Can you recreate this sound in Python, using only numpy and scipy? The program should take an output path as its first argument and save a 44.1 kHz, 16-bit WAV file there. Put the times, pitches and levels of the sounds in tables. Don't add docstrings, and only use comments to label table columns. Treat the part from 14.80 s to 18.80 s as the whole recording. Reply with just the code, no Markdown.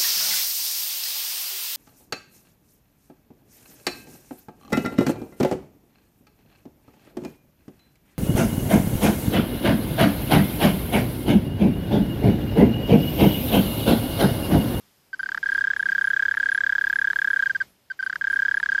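import sys
import numpy as np
from scipy import signal
from scipy.io import wavfile
from scipy.ndimage import uniform_filter1d, minimum_filter1d

SR = 44100
rng = np.random.default_rng(int(sys.argv[2]) if len(sys.argv) > 2 else 0)


def level_to_linear(level):
    exponent = np.asarray(level, float) / 20
    return 10 ** exponent


def transcribe(u):
    v = np.clip(np.atleast_2d(u).T, -1, 1)
    q = np.round(v * 32767).astype(np.int16)
    wavfile.write(sys.argv[1], SR, q)


N = 176400


def band(x, hz, width):
    return signal.lfilter(*signal.iirpeak(hz, hz / width, fs=SR), x)


def unit(x):
    return x / np.sqrt(np.mean(x ** 2))


def hiss(hz, width, count=N):
    return unit(band(rng.standard_normal(count), hz, width))


def walk(rate):
    k = int(SR / rate)
    steps = np.repeat(rng.standard_normal(N // k + 1), k)
    return unit(uniform_filter1d(uniform_filter1d(steps, k), k)[:N])


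def night():
    # f/Hz, density/dB per Hz
    night_air = np.array([(30, -11), (90, -3.5), (250, -5.5), (600, -12.5), (2500, -14.5), (5200, -19),
                          (8500, -26.5), (14000, -14)])
    # t/s, level/dB
    rustle_levels = np.array([
        (0, -62.5),
        (.25, -65),
        (.5, -69),
        (1.0, -72),
        (1.5, -67),
        (2.2, -65.5),
        (2.5, -64.5),
        (2.8, -70),
        (3.3, -71.5),
        (3.7, -68.5),
    ])
    t = np.arange(N) / SR
    air = 0
    for hz in 35 * 2 ** np.arange(0, 8.8, .5):
        db = np.interp(np.log(hz), np.log(night_air[:, 0]), night_air[:, 1]) + 1.1 * walk(6)
        air = air + level_to_linear(db) * band(rng.standard_normal(N), hz, hz / 3)
    chorus = hiss(5100, 300) * level_to_linear(-69 + 2 * walk(5))
    opening = np.exp(-t / .3)
    opening_hiss = (hiss(4200, 6000) * level_to_linear(-55) + 1.8 * chorus) * opening
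    rustle = hiss(13500, 2500) * level_to_linear(np.interp(t, *rustle_levels.T) + walk(7.2))
    return (unit(air) * level_to_linear(-52) + chorus) * level_to_linear(4 * opening) + rustle + opening_hiss


def strokes(keys, hz):
    beat_s, lone_s = .03, .1
    keys = np.array(keys)
    gaps = np.diff(keys[:, 0])
    place = np.r_[0, np.cumsum(np.where(gaps < lone_s, 1, np.round(gaps / beat_s)))]
    beat = np.arange(place[-1] + 1)
    columns = [np.interp(beat, place, column) for column in keys.T]
    rows = np.array(columns + [hz + 0 * beat]).T
    between = ~np.isin(beat, place)
    rows[between, :5] += rng.standard_normal((len(beat), 5))[between] * [.0003, .4, .2, .05, .03]
    return rows


def wing_stroke(row, rough, warm, chance, jump, stutter, ms):
    # multiple, level at the catch/dB, mid-stroke/dB, at the let-go/dB
    overtones = [(2, -18, -30, -36), (3, -25, -43, -31), (4, -36, -49, -47), (5, -35, -48, -52),
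                 (6, -49, -58, -57)]
    attack_ms, release_ms, contact_ms, catch_ms = .63, .52, .3, 1.2
    sag_hz_per_ms, catch_hz, free_rise_hz = 5.2, 40, 170
    stumble_ms, stumble_hz, scatter_db = .4, 450, 2.8
    s, length, db, grip, end, hz = row
    jump_ms, depth = jump
    skip = depth * np.exp(-((ms - jump_ms) / stumble_ms) ** 2)

    force = [grip, .75 + grip / 3, .95 + end / 2 - grip / 3, end * 1.14, end * .88]
    push = uniform_filter1d(np.interp(ms / length, [0, .3, .55, .8, 1], force), size=61)
    push *= 1 + .15 * rough * stutter * np.exp(-ms / 4)
    push *= 1 - skip

    rise = 1 - np.exp(-(ms / attack_ms) ** 2)
    early = np.exp(-ms / catch_ms)
    late = min(length / 10, 1) ** 2 * np.exp(-((ms - length + 1) / 2.4) ** 2)

    pitch = hz + 4 * chance[0] - sag_hz_per_ms * (1 - .55 * warm) * ms
    pitch += catch_hz * early * (1 + .5 * chance[1] + 28 * max(.8 - grip, 0))
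    pitch += stumble_hz * 2 * skip
    pitch += free_rise_hz / (1 + np.exp(length + 1.5 - ms))
    phase = 2 * np.pi * np.cumsum(pitch) / SR + np.pi

    contact = push * rise ** 1.5 / (1 + np.exp((ms - length - .3) / contact_ms))
    fade_ms = release_ms * np.sqrt(length / 40 + .75)
    ripple = 1 + .03 * chance[2] * np.sin(ms * 2.5)
    ring = push * rise * ripple / (1 + np.exp((ms - length - .25) / fade_ms)) ** .45
    wave = ring * np.sin(phase)
    lag = 1.2 * (1 - np.exp(-ms / 2.5))
    for j, (multiple, catch_db, mid_db, end_db) in enumerate(overtones):
        catch_db = catch_db - 2.5 * rough + scatter_db * chance[3 + j]
        end_db = end_db + scatter_db * chance[8 + j]
        if j == 0 and s > 3.0:
            catch_db -= 6
        if j == 1:
            mid_db = mid_db + 11 * warm + 1.5 * max(length - 12, 0) * (1 - warm)
            end_db -= 4.5 * warm
        mix = grip ** 2 * level_to_linear(catch_db) * early + level_to_linear(mid_db) + level_to_linear(end_db) * late
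        mix *= level_to_linear(5 * warm * ((j == 1) - (j > 1)))
        wave += contact * mix * np.sin(round(multiple) * (phase + lag) + chance[j])

    burst = grip * np.exp(-ms / (.7 + 1.5 * rough)) + .12 * late
    burst *= level_to_linear(db + .26 * scatter_db * chance[13] + 1.5 * rough) * rng.standard_normal(len(ms))
    return level_to_linear(db) * wave, level_to_linear(db) * contact, burst


def mole_cricket():
    # t/s, length/ms, level/dB, grip at the start (0-1), strength near the end (0-1)
    warm_up_a = [
        (0.3303, 17.2, -12.1, 0.71, 0.82),
        (0.3935, 15.9, -13.2, 0.84, 0.81),
        (0.4311, 10.3, -14.4, 1.02, 0.74),
        (0.4599, 8.8, -17, 0.93, 0.75),
        (0.4895, 7.1, -16.6, 1.08, 0.64),
        (0.5181, 7.0, -17.1, 1.05, 0.74),
        (0.5461, 5.9, -15.3, 0.96, 0.6),
        (0.575, 7.0, -16.5, 0.73, 0.59),
    ]
    trill_a = [(0.6295, 12.5, -14.3, 0.95, 0.9), (0.6593, 12.6, -14.7, 0.93, 0.92),
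               (0.689, 12.6, -14.9, 0.9, 0.93), (0.8092, 12.8, -15.2, 0.86, 0.95),
               (0.8405, 11.9, -14.9, 0.87, 0.92), (0.9644, 11.7, -15.5, 0.85, 0.95),
               (0.9948, 13.0, -16.6, 0.72, 1.03), (1.2121, 11.8, -14.4, 0.87, 0.84),
               (1.3945, 10.9, -14.1, 0.9, 0.86), (1.5411, 10.7, -14.7, 0.87, 0.87),
               (1.7174, 11.3, -14.5, 0.79, 0.85), (1.7478, 10.2, -14.2, 0.9, 0.79),
               (2.0402, 10.0, -14.1, 0.89, 0.81), (2.1577, 8.9, -13.8, 0.85, 0.77),
               (2.2728, 11.4, -14.3, 0.87, 0.83), (2.4171, 8.5, -14.0, 0.96, 0.81),
               (2.5317, 11.5, -14.7, 0.91, 0.95), (2.5614, 12.7, -14.5, 0.91, 0.92),
               (2.593, 12.8, -14.7, 0.85, 0.93), (2.6246, 14.1, -14.6, 1.01, 0.86),
               (2.6584, 16.3, -15.8, 0.68, 0.99), (2.6962, 17.1, -16.5, 0.51, 0.96),
               (2.7486, 16.8, -16.8, 0.48, 1.08), (2.8022, 19.6, -15.5, 0.36, 0.99)]
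    warm_up_b = [
        (3.1009, 19.1, -13.2, 0.47, 0.91),
        (3.1912, 17.9, -13.6, 0.52, 0.96),
        (3.2271, 13.2, -13.0, 0.97, 0.68),
        (3.2635, 12.4, -14.2, 1.0, 0.72),
        (3.2975, 8.4, -16.1, 0.8, 0.78),
        (3.3273, 7.6, -16.6, 0.75, 0.67),
        (3.3569, 7.2, -16.6, 0.75, 0.59),
    ]
    trill_b = [(3.4116, 12.2, -14.2, 1.03, 0.85), (3.4417, 11.2, -14.2, 1.02, 0.86),
               (3.471, 11.6, -14.4, 1.0, 0.88), (3.5, 12.9, -15.6, 0.84, 0.95),
               (3.529, 13.9, -15.3, 0.78, 1.0), (3.5595, 13.9, -14.9, 0.78, 0.98),
               (3.5903, 13.4, -14.7, 0.76, 0.97), (3.6208, 12.6, -14.5, 0.82, 0.95),
               (3.6512, 12.2, -14.5, 0.86, 0.9), (3.6824, 10.4, -14.1, 0.89, 0.85),
               (3.7125, 9.3, -13.9, 0.89, 0.83), (3.7427, 7.9, -13.8, 1.02, 0.79),
               (3.7701, 10.4, -14.6, 0.55, 0.87), (3.8005, 9.9, -14.4, 0.9, 0.88),
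               (3.8294, 10.7, -14.8, 0.88, 0.9), (3.8597, 10.8, -14.4, 0.9, 0.9),
               (3.8892, 11.2, -14.8, 0.88, 0.9), (3.9194, 11.8, -15.0, 0.8, 0.92),
               (3.9487, 12.3, -15.1, 0.83, 0.92), (3.9795, 10.6, -14.9, 0.78, 0.9)]
    retry = [
        (1.5488, 1.2, -15.5, 1.0, 0.8),
    ]
    # t/s, length/ms, level change/dB
    slips = [
        (0.934, 5.1, -2),
        (0.964, 6.4, -1.6),
        (1.027, 6.4, -0.3),
        (1.541, 2.6, -1.4),
        (2.332, 2.4, -0.8),
        (3.8, 4.2, -3.5),
        (3.86, 5.2, -0.7),
    ]
    # t/s, time into the stroke/ms, depth (0-1)
    stumbles = [
        (.3935, 5.5, .3),
        (.4895, 1.9, .4),
        (.5461, 2.0, .4),
        (.575, 2.0, .6),
        (1.5706, 2.8, .35),
        (3.2975, 2.0, .35),
        (3.3272, 2.0, .85),
        (3.3568, 1.9, .65),
        (3.8004, 2.2, .5),
    ]
    # f/Hz, width/Hz, level/dB
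    body = [(942, 110, 2), (1460, 1120, -3.5), (2050, 3000, -9.5), (3760, 320, -11), (5050, 360, -11),
            (6700, 270, -34.5)]
    warm_up_hz, trill_hz = 1569.5, 1639
    rows = np.vstack([strokes(warm_up_a, warm_up_hz), strokes(trill_a, trill_hz),
                      strokes(warm_up_b, warm_up_hz), strokes(trill_b, trill_hz), strokes(retry, trill_hz)])
    warm = 1. * (rows[:, 5] == warm_up_hz)
    rough = np.clip((.8 - rows[:, 4]) * 5, 0, 1) * warm
    for s, length, db in slips:
        k = np.argmin(abs(rows[:, 0] - s))
        rows[k, :3] = s, length, rows[k, 2] + db
        rough[k] = np.clip(.4 - db / 4, 0, 1.5)
    jumps = np.zeros((len(rows), 2))
    for s, when, depth in stumbles:
        jumps[np.argmin(abs(rows[:, 0] - s))] = when, depth

    size = int(.035 * SR)
    total = N + size
    ms = np.arange(size) / SR * 1000
    song, touch, catch = np.zeros((3, total))
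    chance = rng.standard_normal((len(rows), 16))
    stutter = hiss(331.5, 267, total)
    for row, r, w, c, jump in zip(rows, rough, warm, chance, jumps):
        i = int((row[0] - .0005) * SR)
        here = slice(i, i + size)
        wave, contact, burst = wing_stroke(row, r, w, c, jump, stutter[here], ms)
        song[here] += wave
        touch[here] += contact
        catch[here] += burst

    knock = sum(level_to_linear(db - 2) * band(band(catch, hz, width), hz, width) for hz, width, db in body)
    wash = uniform_filter1d(touch, size=1500, origin=500)
    scrape = (level_to_linear(-43.5) * touch + level_to_linear(-32.5) * wash) * hiss(2000, 4200, total)
    hum = unit(band(hiss(950, 410, total), 950, 410))
    wings = unit(band(hiss(1550, 1100, total), 1550, 1100))
    flicker_db = 2.5 * walk(150)[np.arange(total) % N]
    haze = wash * (level_to_linear(-42.5) * hum + level_to_linear(-32.5 + flicker_db) * wings)
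    return (song + knock + haze + scrape)[:N]


def burrow_horn(x):
    x = signal.sosfilt(signal.butter(2, [720, 9000], "band", fs=SR, output="sos"), x)
    return x - .6 * band(x, 2600, 350)


def undergrowth(x):
    t60_s, echo_db = .07, -38
    t = np.arange(int(t60_s * SR)) / SR
    tail = rng.standard_normal(len(t)) * 1000. ** (-t / t60_s) * (t > .004)
    return level_to_linear(echo_db) * signal.fftconvolve(x, tail / np.sqrt(np.sum(tail ** 2)))[:N]


def bush_cricket():
    # t/s, length/s, level/dB
    zips = [(.36, .1, -57), (.69, .097, -60), (.96, .1, -60), (1.22, .095, -58), (1.4, .064, -64),
            (1.515, .095, -60), (1.69, .102, -57), (2.115, .125, -59), (2.37, .06, -67), (2.47, .11, -59),
            (2.87, .08, -63), (3.22, .07, -58), (3.483, .092, -59), (3.715, .11, -60)]
    wing_hz, width_hz, teeth_per_s = 10750, 800, 1200
    t = np.arange(N) / SR
    teeth = (rng.random(N) < teeth_per_s / SR) * rng.standard_normal(N)
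    teeth += .1 * rng.standard_normal(N)
    wing = 0
    for offset, sign in ((-350, -1), (350, 1)):
        hz = wing_hz + offset
        mode = unit(band(band(teeth, hz, width_hz), hz, width_hz))
        wing = wing + sign * mode * level_to_linear(1.5 * walk(40))
    swell = sum(level_to_linear(db) * np.sin(np.pi * np.clip((t - s) / length, 0, 1)) for s, length, db in zips)
    return level_to_linear(1.5) * unit(wing) * swell


def thin_treble(x):
    hz, _, z = signal.stft(x, SR, nperseg=2048, noverlap=1024)
    loud = uniform_filter1d(np.sqrt(np.mean(abs(z) ** 2, axis=0)), size=3, origin=1)
    usual = np.median(abs(z), axis=1) * np.interp(hz, [6800, 8800], [0, 1])
    follow = np.minimum(loud / np.median(loud), 1) ** .6
    edge = level_to_linear(5.6) * np.outer(uniform_filter1d(usual, size=40), follow)
    return signal.istft(z * (abs(z) > edge), SR, nperseg=2048, noverlap=1024)[1][None, :N]


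def noise_gate(x):
    gate_db, start_db, recover_s, fall_s, hold_s = -13.5, -13, .09, .055, .026
    hold = int(hold_s * SR) // 2
    quiet = minimum_filter1d(1. * (abs(x) < .05), size=2 * hold + 1, origin=hold)
    keeps = np.exp(-1 / (np.array([recover_s, fall_s]) * SR))
    slow, fast = [signal.lfilter([1 - k], [1, -k], gate_db * quiet, zi=[start_db])[0] for k in keeps]
    return np.minimum(slow, fast)


def scene():
    singer = burrow_horn(mole_cricket())
    return (night() + singer + undergrowth(singer) + bush_cricket())[None]


def top_cut(x):
    return signal.sosfilt(signal.butter(12, 15430, fs=SR, output="sos"), x)


def record(dry):
    gated = thin_treble(dry[0]) * level_to_linear(noise_gate(dry[0]))
    mix = signal.sosfilt(signal.ellip(8, .2, 60, 14450, fs=SR, output="sos"), gated)
    return top_cut(mix)


dry = scene()
out = record(dry)
transcribe(out)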